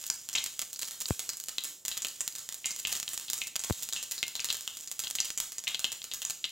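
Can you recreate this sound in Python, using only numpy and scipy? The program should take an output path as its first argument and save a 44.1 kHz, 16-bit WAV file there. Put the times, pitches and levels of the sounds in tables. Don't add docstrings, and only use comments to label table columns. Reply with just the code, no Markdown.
import sys
import numpy as np
from scipy import signal
from scipy.fft import rfft, irfft
from scipy.io import wavfile

SR = 44100
rng = np.random.default_rng(int(sys.argv[2]) if len(sys.argv) > 2 else 0)


def to_wav(sig):
    pcm = np.clip(np.atleast_2d(sig), -1, 1) * 32767
    pcm = np.round(pcm).astype(np.int16)
    wavfile.write(sys.argv[1], SR, pcm.T)


N = 287091

# f/Hz, level/dB
BURNER_TONE = [(25, -13), (100, 7.5), (300, 4), (800, -0.5), (2500, -11), (15000, -59)]
# f/Hz, level/dB, ring time/s
ROOM_BANDS = [(100, 6.5, 0.34), (402, 1, 0.7), (900, 9.5, 0.27), (1980, 8.5, 0.33), (2640, 5.5, 0.39),
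              (5000, 3.5, 0.44), (7800, 1.5, 0.56), (9800, 4, 0.47), (15200, 2, 0.46)]
# f/Hz, level/dB, ring time/s
PAN_NOTES = [(1340, -22, .1), (2095, -23, .1), (2738, -20, .12), (2849, -20, .5), (4172, -26, .15),
             (7763, -26, .15)]
# f/Hz, width/Hz, level/dB
BOWL_NOTES = [(2137, 59, 6), (2650, 360, -0.5), (3130, 260, -6), (3993, 410, 4), (4560, 83, 4)]
# t/s, level/dB
FIZZ_LEVELS = [(0, -35), (.26, -43.5), (.58, -42), (.9, -44.5), (1.65, -43.5), (1.82, -58), (2.15, -40),
               (2.42, -46), (3.4, -38.5), (3.53, -63), (3.78, -33.5), (4.1, -53), (4.8, -38), (5.5, -56.5),
               (6.4, -46)]
# t/s, level/dB, push direction (+1 or -1), fade time/s, left minus right/dB
MIC_DROPS = [(1.1074, -11, -1, 0.0061, 3.5), (3.6995, -21.5, 1, 0.00024, -38),
             (3.7078, -12.5, 1, .009, 5.5)]
# t/s, level/dB, brightness/(dB per octave), spray/dB, sent to the room/dB
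DRY_CRACKS = [(0.04, -9.5, 1.5, -11, -13), (.066, -8, 8, -11, -10), (.289, -6, 3, -7, -4),
              (.441, -2, 5.5, -16, -4), (0.462, -4.5, 1.5, -8.5, -7.5), (0.593, -0.5, 3, -11.5, -4.5),
              (.617, -3.5, 5, -12, -11), (.622, -8, -1, -8, -16), (.731, -8.5, 6.5, -6.5, -9),
              (.793, -6.5, 4.5, -14, -7), (.816, -9, 5, 2, -3), (0.831, -6, -0.5, -13, -10),
              (.876, -12.5, 3.5, 2.5, -9), (.910, -10, 4, -4, 1.5), (1.004, -8, 9, -11, -5),
              (1.010, -7, 3, 1, -6.5), (1.078, -19, 4.5, 12.5, 3), (1.194, -3, 3, -4.5, -1),
              (1.334, -13.5, 2, -7, -20), (1.401, -7.5, 6, -11, -20), (1.439, -9.5, 5.5, -15, -16),
              (1.485, -6, 2, -3, -4.5), (1.638, -7.5, 9, -5, 0), (1.645, -11, 2.5, 1.5, 2),
              (1.852, -5, 3, -4, -6), (1.882, 0, 4, -8, -2), (1.971, -10, -1, -1, -4.5),
              (1.976, -5, 7, -10, -15), (2.069, -8, 4.5, -10, -1), (2.278, 0, 3.5, -14, -9),
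              (2.353, -9, 3, -3, -1.5), (2.384, -13, 4, -2, 2), (2.490, -6, 2, -14, -3.5),
              (2.525, -10, 3, -8, -6), (2.544, -8.5, 5.5, -11, -6), (2.763, -9, 3.5, -17, -1),
              (2.791, -12.5, 5, 5, -4), (2.919, -10, 2, 6.5, 0), (2.927, -2.5, 3, -8, -9),
              (2.953, -5.5, 2.5, -5, -9), (3.000, -4.5, 3, -13, -21), (3.029, -5.5, .5, -13, -9.5),
              (3.09, -8.5, 6, -10.5, 5.5), (3.177, -3.5, 2.5, -21, -7), (3.198, -10, 3, -19, 3.5),
              (3.301, -1, 4, -10, -6.5), (3.333, 0.5, 4, -8, -2), (3.471, -8.5, 4, -2, -8),
              (3.557, -4.5, -1, -7.5, -17), (3.563, 0.5, 1.5, -24, -8.5), (3.638, -5, 2.5, -1, -1),
              (3.693, -14, 4.5, 3, -13), (3.825, -7, 4, -2.5, -4.5), (3.832, -8.5, 8, -6, -12),
              (3.889, -7, 2, -8, -21), (4.028, -6.5, 4.5, -3, -3), (4.112, -5.5, 5, 2, -1),
              (4.281, -6.5, 4, -11, -2), (4.445, -1.5, 3, -5, -3), (4.527, -3.5, 3.5, -6, -14),
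              (4.545, -7, 1.5, -2, -5), (4.569, -10, 6, -10, -5), (4.609, -10, 4, -11, -2),
              (4.771, -10.5, 3, -8, -20), (4.915, -5.5, 3.5, -5.5, -10), (4.993, -2.5, 4, -3, -1.5),
              (5.11, -4, 4, -21, -15), (5.153, -2, 2.5, -10, -6), (5.247, -8, 3.5, 0.5, 0),
              (5.304, -5, -1, -15, -12), (5.402, 1.5, 3.5, -13.5, -1.5), (5.521, -10.5, 3, -6.5, -1),
              (5.639, -12, 2, -9, -1), (5.794, -4.5, 3, -6.5, -1), (5.919, -7, 3, -1.5, -2),
              (6.042, -8, 3, -8, -3), (6.137, -4.5, 4, -3, -1), (6.299, -5, 2.5, 0.5, -6.5)]
# t/s, pocket level/dB, pocket f/Hz, crack level/dB, spray/dB, sent to the room/dB
WET_POPS = [(.101, 4.5, 5470, -1.5, -17.5, -5.5), (.330, -14, 5540, -12, 1.5, 0),
            (0.352, 9, 2490, -12, -3, -2.5), (.355, 3, 5860, -12, -7, 0), (.376, -1.5, 3240, -16.5, 6, -6),
            (.761, -9, 5110, -25, -11, -13), (.822, -7, 4360, -25, -11, -8),
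            (1.057, -0.5, 4040, -16, -33, -20), (1.292, -3.5, 5060, -4, -5, -5.5),
            (1.583, 6.5, 3300, -6, -13, -7), (1.915, -1.5, 3200, -15, -2.5, -3),
            (2.021, -4, 6500, -13, -3.5, -6), (2.048, 3.5, 2450, -3, -7.5, -8),
            (2.207, 0, 6740, -6, -4, -4.5), (2.644, 2, 2410, -30, -6, 1.5),
            (2.658, 4, 7140, -12.5, -7.5, -1.5), (2.708, -4.5, 5240, -10, -6, -4),
            (2.851, 9, 2540, -13, -10, -9), (2.872, -6.5, 2710, -3.5, -3.5, 2.5),
            (2.966, -11, 6500, -10.5, -2, -7), (3.079, 1.5, 3170, -13, -22, -11),
            (3.134, -5.5, 8500, -9.5, -2.5, -9), (3.283, -6, 3440, -24, -2.5, -8),
            (3.379, -10, 6400, -14.5, -1.5, 0.5), (3.417, 7, 2610, -16, -10, -5),
            (3.594, -3.5, 6760, -15, -4, -0.5), (3.926, -4.5, 3480, -7.5, -4, -2.5),
            (3.934, -2, 6350, -10.5, -26, 3.5), (3.963, -1.5, 2760, -11, -6, 0),
            (4.180, -5, 4100, -16, -4, -1), (4.229, 11, 2460, -3, -8, -9.5),
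            (4.354, -2.5, 3400, -6.5, -6.5, -2.5), (4.395, 1, 2410, -14, -10, -2.5),
            (4.403, -0.5, 5500, -23, -9, -6), (4.488, -3.5, 3300, -14, -2, 1.5),
            (4.503, 8, 3480, -8, -10, -29), (4.677, -0.5, 2880, -5.5, -16.5, -4.5),
            (4.875, -7.5, 5950, -25, -5, -23), (5.038, -5.5, 3150, -11, -1, -1.5),
            (5.071, .5, 3200, -19, -15, -18), (5.102, -7, 8400, -9, -8, -7),
            (5.186, 5, 2900, -22, -8.5, -2.5), (5.203, 7, 5650, -6, -9, -5.5),
            (5.376, -4, 6500, -5.5, -3.5, -4), (5.583, -3.5, 6030, -12.5, -6, -8),
            (5.671, 5.5, 2460, -28, 1.5, -8), (5.679, 0, 3140, -5.5, -5, 0), (5.746, 6, 3070, -10, -7, -14),
            (5.844, 9.5, 2970, -2.5, -7.5, -7), (6.018, -6, 3160, -18, -29, -20),
            (6.115, -2, 3230, -16, -4.5, -13), (6.219, -6, 2680, -8, -1.5, -5),
            (6.251, 1.5, 6550, -9, -15, -2), (6.442, 7.5, 3100, -22, -14, -6),
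            (6.446, 1.5, 3100, -16.5, -3, -10)]
# f/Hz, left level/dB, right level/dB
MIC_TONE = [(30, -9, -4.5), (94.5, -9, -8), (306, -7.5, -4), (810, -7, -5), (1250, -1, -6.5),
            (2410, -0.5, -0.5), (3070, 6, 2.5), (4720, 1.5, 0.5), (6260, 3, 4.5), (7180, 7.5, 8.5),
            (8190, -4.5, 4), (8760, -8.5, 0), (11900, -8, -3.5), (17200, -7, -10)]
# f/Hz, and the stereo width at each
WIDTH_HZ = [80, 500, 1100, 2200, 4000, 6500, 8000, 9500, 12000, 14000]
WIDTHS = [0.48, 0.52, 0.43, 0.37, 0.24, 0.067, 0.12, 1.0, 0.87, 0.1]

TOP_HZ = 15750


def gain(db):
    return 10 ** (np.asarray(db) / 20)


def unit_energy(x):
    return x / np.sqrt(np.mean(np.sum(x ** 2, axis=-1)))


def freqs(size):
    return np.maximum(np.arange(size // 2 + 1) * SR / size, 1)


def curve(hz, points_hz, values):
    return np.interp(np.log(hz), np.log(points_hz), values)


def click_spectrum(db):
    cepstrum = irfft(np.log(gain(db)))
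    half = len(cepstrum) // 2
    return np.exp(rfft(np.r_[cepstrum[0], 2 * cepstrum[1:half], np.zeros(half)]))


def shape_tone(x, points_hz, db, size=4096):
    response = irfft(click_spectrum(curve(freqs(size), points_hz, db)))
    return signal.fftconvolve(x, response)[:N]


def add(out, start_s, sound):
    i = int(np.clip(start_s * SR, 0, N - 1))
    out[:, i:i + sound.shape[-1]] += sound[..., :N - i]


def stereo(mid, side, width):
    size = len(mid)
    apart = width * curve(freqs(size), WIDTH_HZ, WIDTHS)
    left_right = rfft(mid) + np.outer([1, -1], apart * rfft(side))
    return irfft(left_right / np.sqrt(1 + apart ** 2), size)


def burner(level_db=-70):
    mid, side = (shape_tone(noise, *np.transpose(BURNER_TONE)) for noise in rng.standard_normal((2, N)))
    return unit_energy(stereo(mid, side, width=0.92)) * np.sqrt(N) * gain(level_db)


def wall_echo(level_db=-2.46, first_s=0.0031, build_s=0.0095, size=32768):
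    t, hz = np.arange(size) / SR, freqs(size)
    points_hz, levels_db, ring_times = np.transpose(ROOM_BANDS)
    noise = rfft(stereo(*rng.standard_normal((2, size)), width=0.61))
    tail = 0
    for band, db, ring_s in zip(np.eye(len(ROOM_BANDS)), levels_db, ring_times):
        band_noise = irfft(noise * curve(hz, points_hz, band))
        tail = tail + band_noise * gain(db - 60 * t / ring_s)
    build_up = 1 - np.exp(-np.maximum(t - first_s, 0) / build_s)
    return gain(level_db) * unit_energy(tail * build_up)


def pan_ring(level_db=-11, size=32768):
    t = np.arange(size) / SR
    return sum(gain(level_db + db) * unit_energy(np.sin(2 * np.pi * hz * t) * gain(-60 * t / ring_s))
               for hz, db, ring_s in PAN_NOTES)


def kitchen(sound):
    mono = sound.mean(axis=0)[None]
    return signal.fftconvolve(mono, wall_echo() + pan_ring(), axes=1)[:, :N]


def bubble_ticks(per_second=2300, spread_db=3.5):
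    sizes = gain(spread_db * np.minimum(rng.exponential(size=N), 4))
    ticks = (rng.random(N) < per_second / SR) * sizes * rng.choice([-1, 1], N)
    return shape_tone(ticks, points_hz=[100, 1000, 3000, 7000, 15000], db=[-1, -5, -3, 3, 6])


def fizz(trim_db=-5.5):
    bubbles = stereo(bubble_ticks(), bubble_ticks(), width=0.58)
    swell_db = np.interp(np.arange(N) / SR, *np.transpose(FIZZ_LEVELS))
    return unit_energy(bubbles) * np.sqrt(N) * gain(trim_db + swell_db)


def drop_knocks(rise_s=0.00012, low_cut_hz=81, size=4096):
    out, t = np.zeros((2, N)), np.arange(size) / SR
    for start_s, db, direction, fade_s, left_db in MIC_DROPS:
        push = np.sign(direction) * (np.exp(-t / fade_s) - np.exp(-t / rise_s))
        add(out, start_s, push * gain(db + np.array([[left_db], [-left_db]]) / 2))
    return signal.sosfilt(signal.butter(4, low_cut_hz, "high", fs=SR, output="sos"), out)


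def oil_spits(throw_times, mean_flight_s=0.022, low_hz=3000, high_hz=8500):
    mean_db, spread_db = -21.5, 4.5
    brightness, spray_db, room_db = 6.0, -9.5, -2
    rows = []
    for throw_s in throw_times:
        flight_s = mean_flight_s * rng.gamma(2) / 2
        db = mean_db + spread_db * rng.standard_normal()
        hz = low_hz * (high_hz / low_hz) ** rng.random()
        rows.append((throw_s + flight_s, db, brightness, hz, db, spray_db, room_db, 0))
    return rows


def all_bursts():
    husk_hz, husk_db = 3840, -18.5
    dry = [(start_s, db, brightness, husk_hz, db + husk_db, spray_db, room_db, 0)
           for start_s, db, brightness, spray_db, room_db in DRY_CRACKS]
    wet, left_db = [], 1.2
    for start_s, pocket_db, pocket_hz, crack_db, spray_db, room_db in WET_POPS:
        brightness = 2.23 - 0.29 * (pocket_db - crack_db)
        wet.append((start_s, crack_db, brightness, pocket_hz, pocket_db, spray_db, room_db, left_db))
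    return dry + wet + oil_spits([row[0] for row in dry + wet])


def scatter(spectrum, envelope, roughness, width):
    size = len(envelope)
    mid, side = rng.standard_normal((2, size)) * envelope * np.exp(roughness * rng.standard_normal(size))
    copies = irfft(spectrum * rfft(stereo(mid, side, width)))
    return unit_energy(copies) * np.sqrt(np.sum(irfft(spectrum) ** 2))


def burst(crack_db, brightness, pocket_hz, pocket_db, puff_hz=110, puff_db=-15, size=2048):
    hz = freqs(size)
    octaves = np.log2(np.clip(hz, 2500, TOP_HZ) / 7000)
    crack = click_spectrum(crack_db + brightness * octaves)
    sharpness = 2.2 * np.sqrt(3000 / pocket_hz)
    pocket = 1j / (1 + 1j * sharpness * (hz / pocket_hz - pocket_hz / hz)) ** 2
    bowl = sum(gain(db) / (1 + 1j * (hz ** 2 - note_hz ** 2) / (hz * width_hz))
               for note_hz, width_hz, db in BOWL_NOTES)
    escape = gain(curve(hz, [4500, 6500], [-4.5, 0]))
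    puff = gain(puff_db) / (1 + 1j * (hz / puff_hz - puff_hz / hz))
    return crack + gain(pocket_db) * (pocket * (escape + bowl) + puff)


def spluttering_seeds(spot_count=6, size=2048):
    direct_db, rim_db, wall_db, spray_trim_db, tile_db = -3.5, -9, -8, 0.5, 7
    rim_s, tile_s, spray_fade_s = 0.001193, 0.0078, 0.0091
    near, spots = np.zeros((2, N)), np.zeros((spot_count, 2, N))
    t, hz = np.arange(size) / SR, freqs(size)
    wall_fade = (t > 0.0004) * np.exp(-t / 0.0018)
    spray_fade = (t > 0.0038) * np.exp(-t / spray_fade_s)
    for k, row in enumerate(all_bursts()):
        start_s, crack_db, brightness, pocket_hz, pocket_db, spray_db, room_db, left_db = row
        left_db += 0.3 * rng.standard_normal()
        rim_lag = rim_s * (1 + 0.2 * rng.standard_normal())
        tile_lag = tile_s * (1 + 0.05 * rng.standard_normal())
        source = burst(crack_db, brightness, pocket_hz, pocket_db)
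        rim = gain(rim_db) * np.exp(-2j * np.pi * hz * rim_lag) / (1 + 1j * hz / 6000)
        direct = irfft(source * (1 + rim)) * gain(direct_db + np.array([[left_db], [-left_db]]) / 2)
        pan_wall = scatter(source, wall_fade, roughness=0.92, width=1.0)
        tile_bump = gain(tile_db) * (t > tile_lag) * np.exp(-np.abs(t - tile_lag) / 0.0019)
        spray = scatter(source, spray_fade * (1 + tile_bump), roughness=0.46, width=0.58)
        sound = direct + gain(wall_db) * pan_wall + gain(spray_trim_db + spray_db) * spray
        add(near, start_s, sound)
        add(spots[k % spot_count], start_s, gain(room_db) * sound)
    return near, spots


def scene():
    seeds, spots = spluttering_seeds()
    sizzle = fizz()
    echoes = sum(kitchen(spot) for spot in spots) + gain(-15.5) * kitchen(sizzle)
    air = seeds + sizzle + echoes
    hz, *mic_db = np.transpose(MIC_TONE)
    heard = np.array([shape_tone(channel, hz, db) for channel, db in zip(air, mic_db)])
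    return heard + burner() + drop_knocks()


def record(dry):
    return signal.sosfilt(signal.ellip(8, 0.3, 70, TOP_HZ, fs=SR, output="sos"), dry)


dry = scene()
out = record(dry)
to_wav(out)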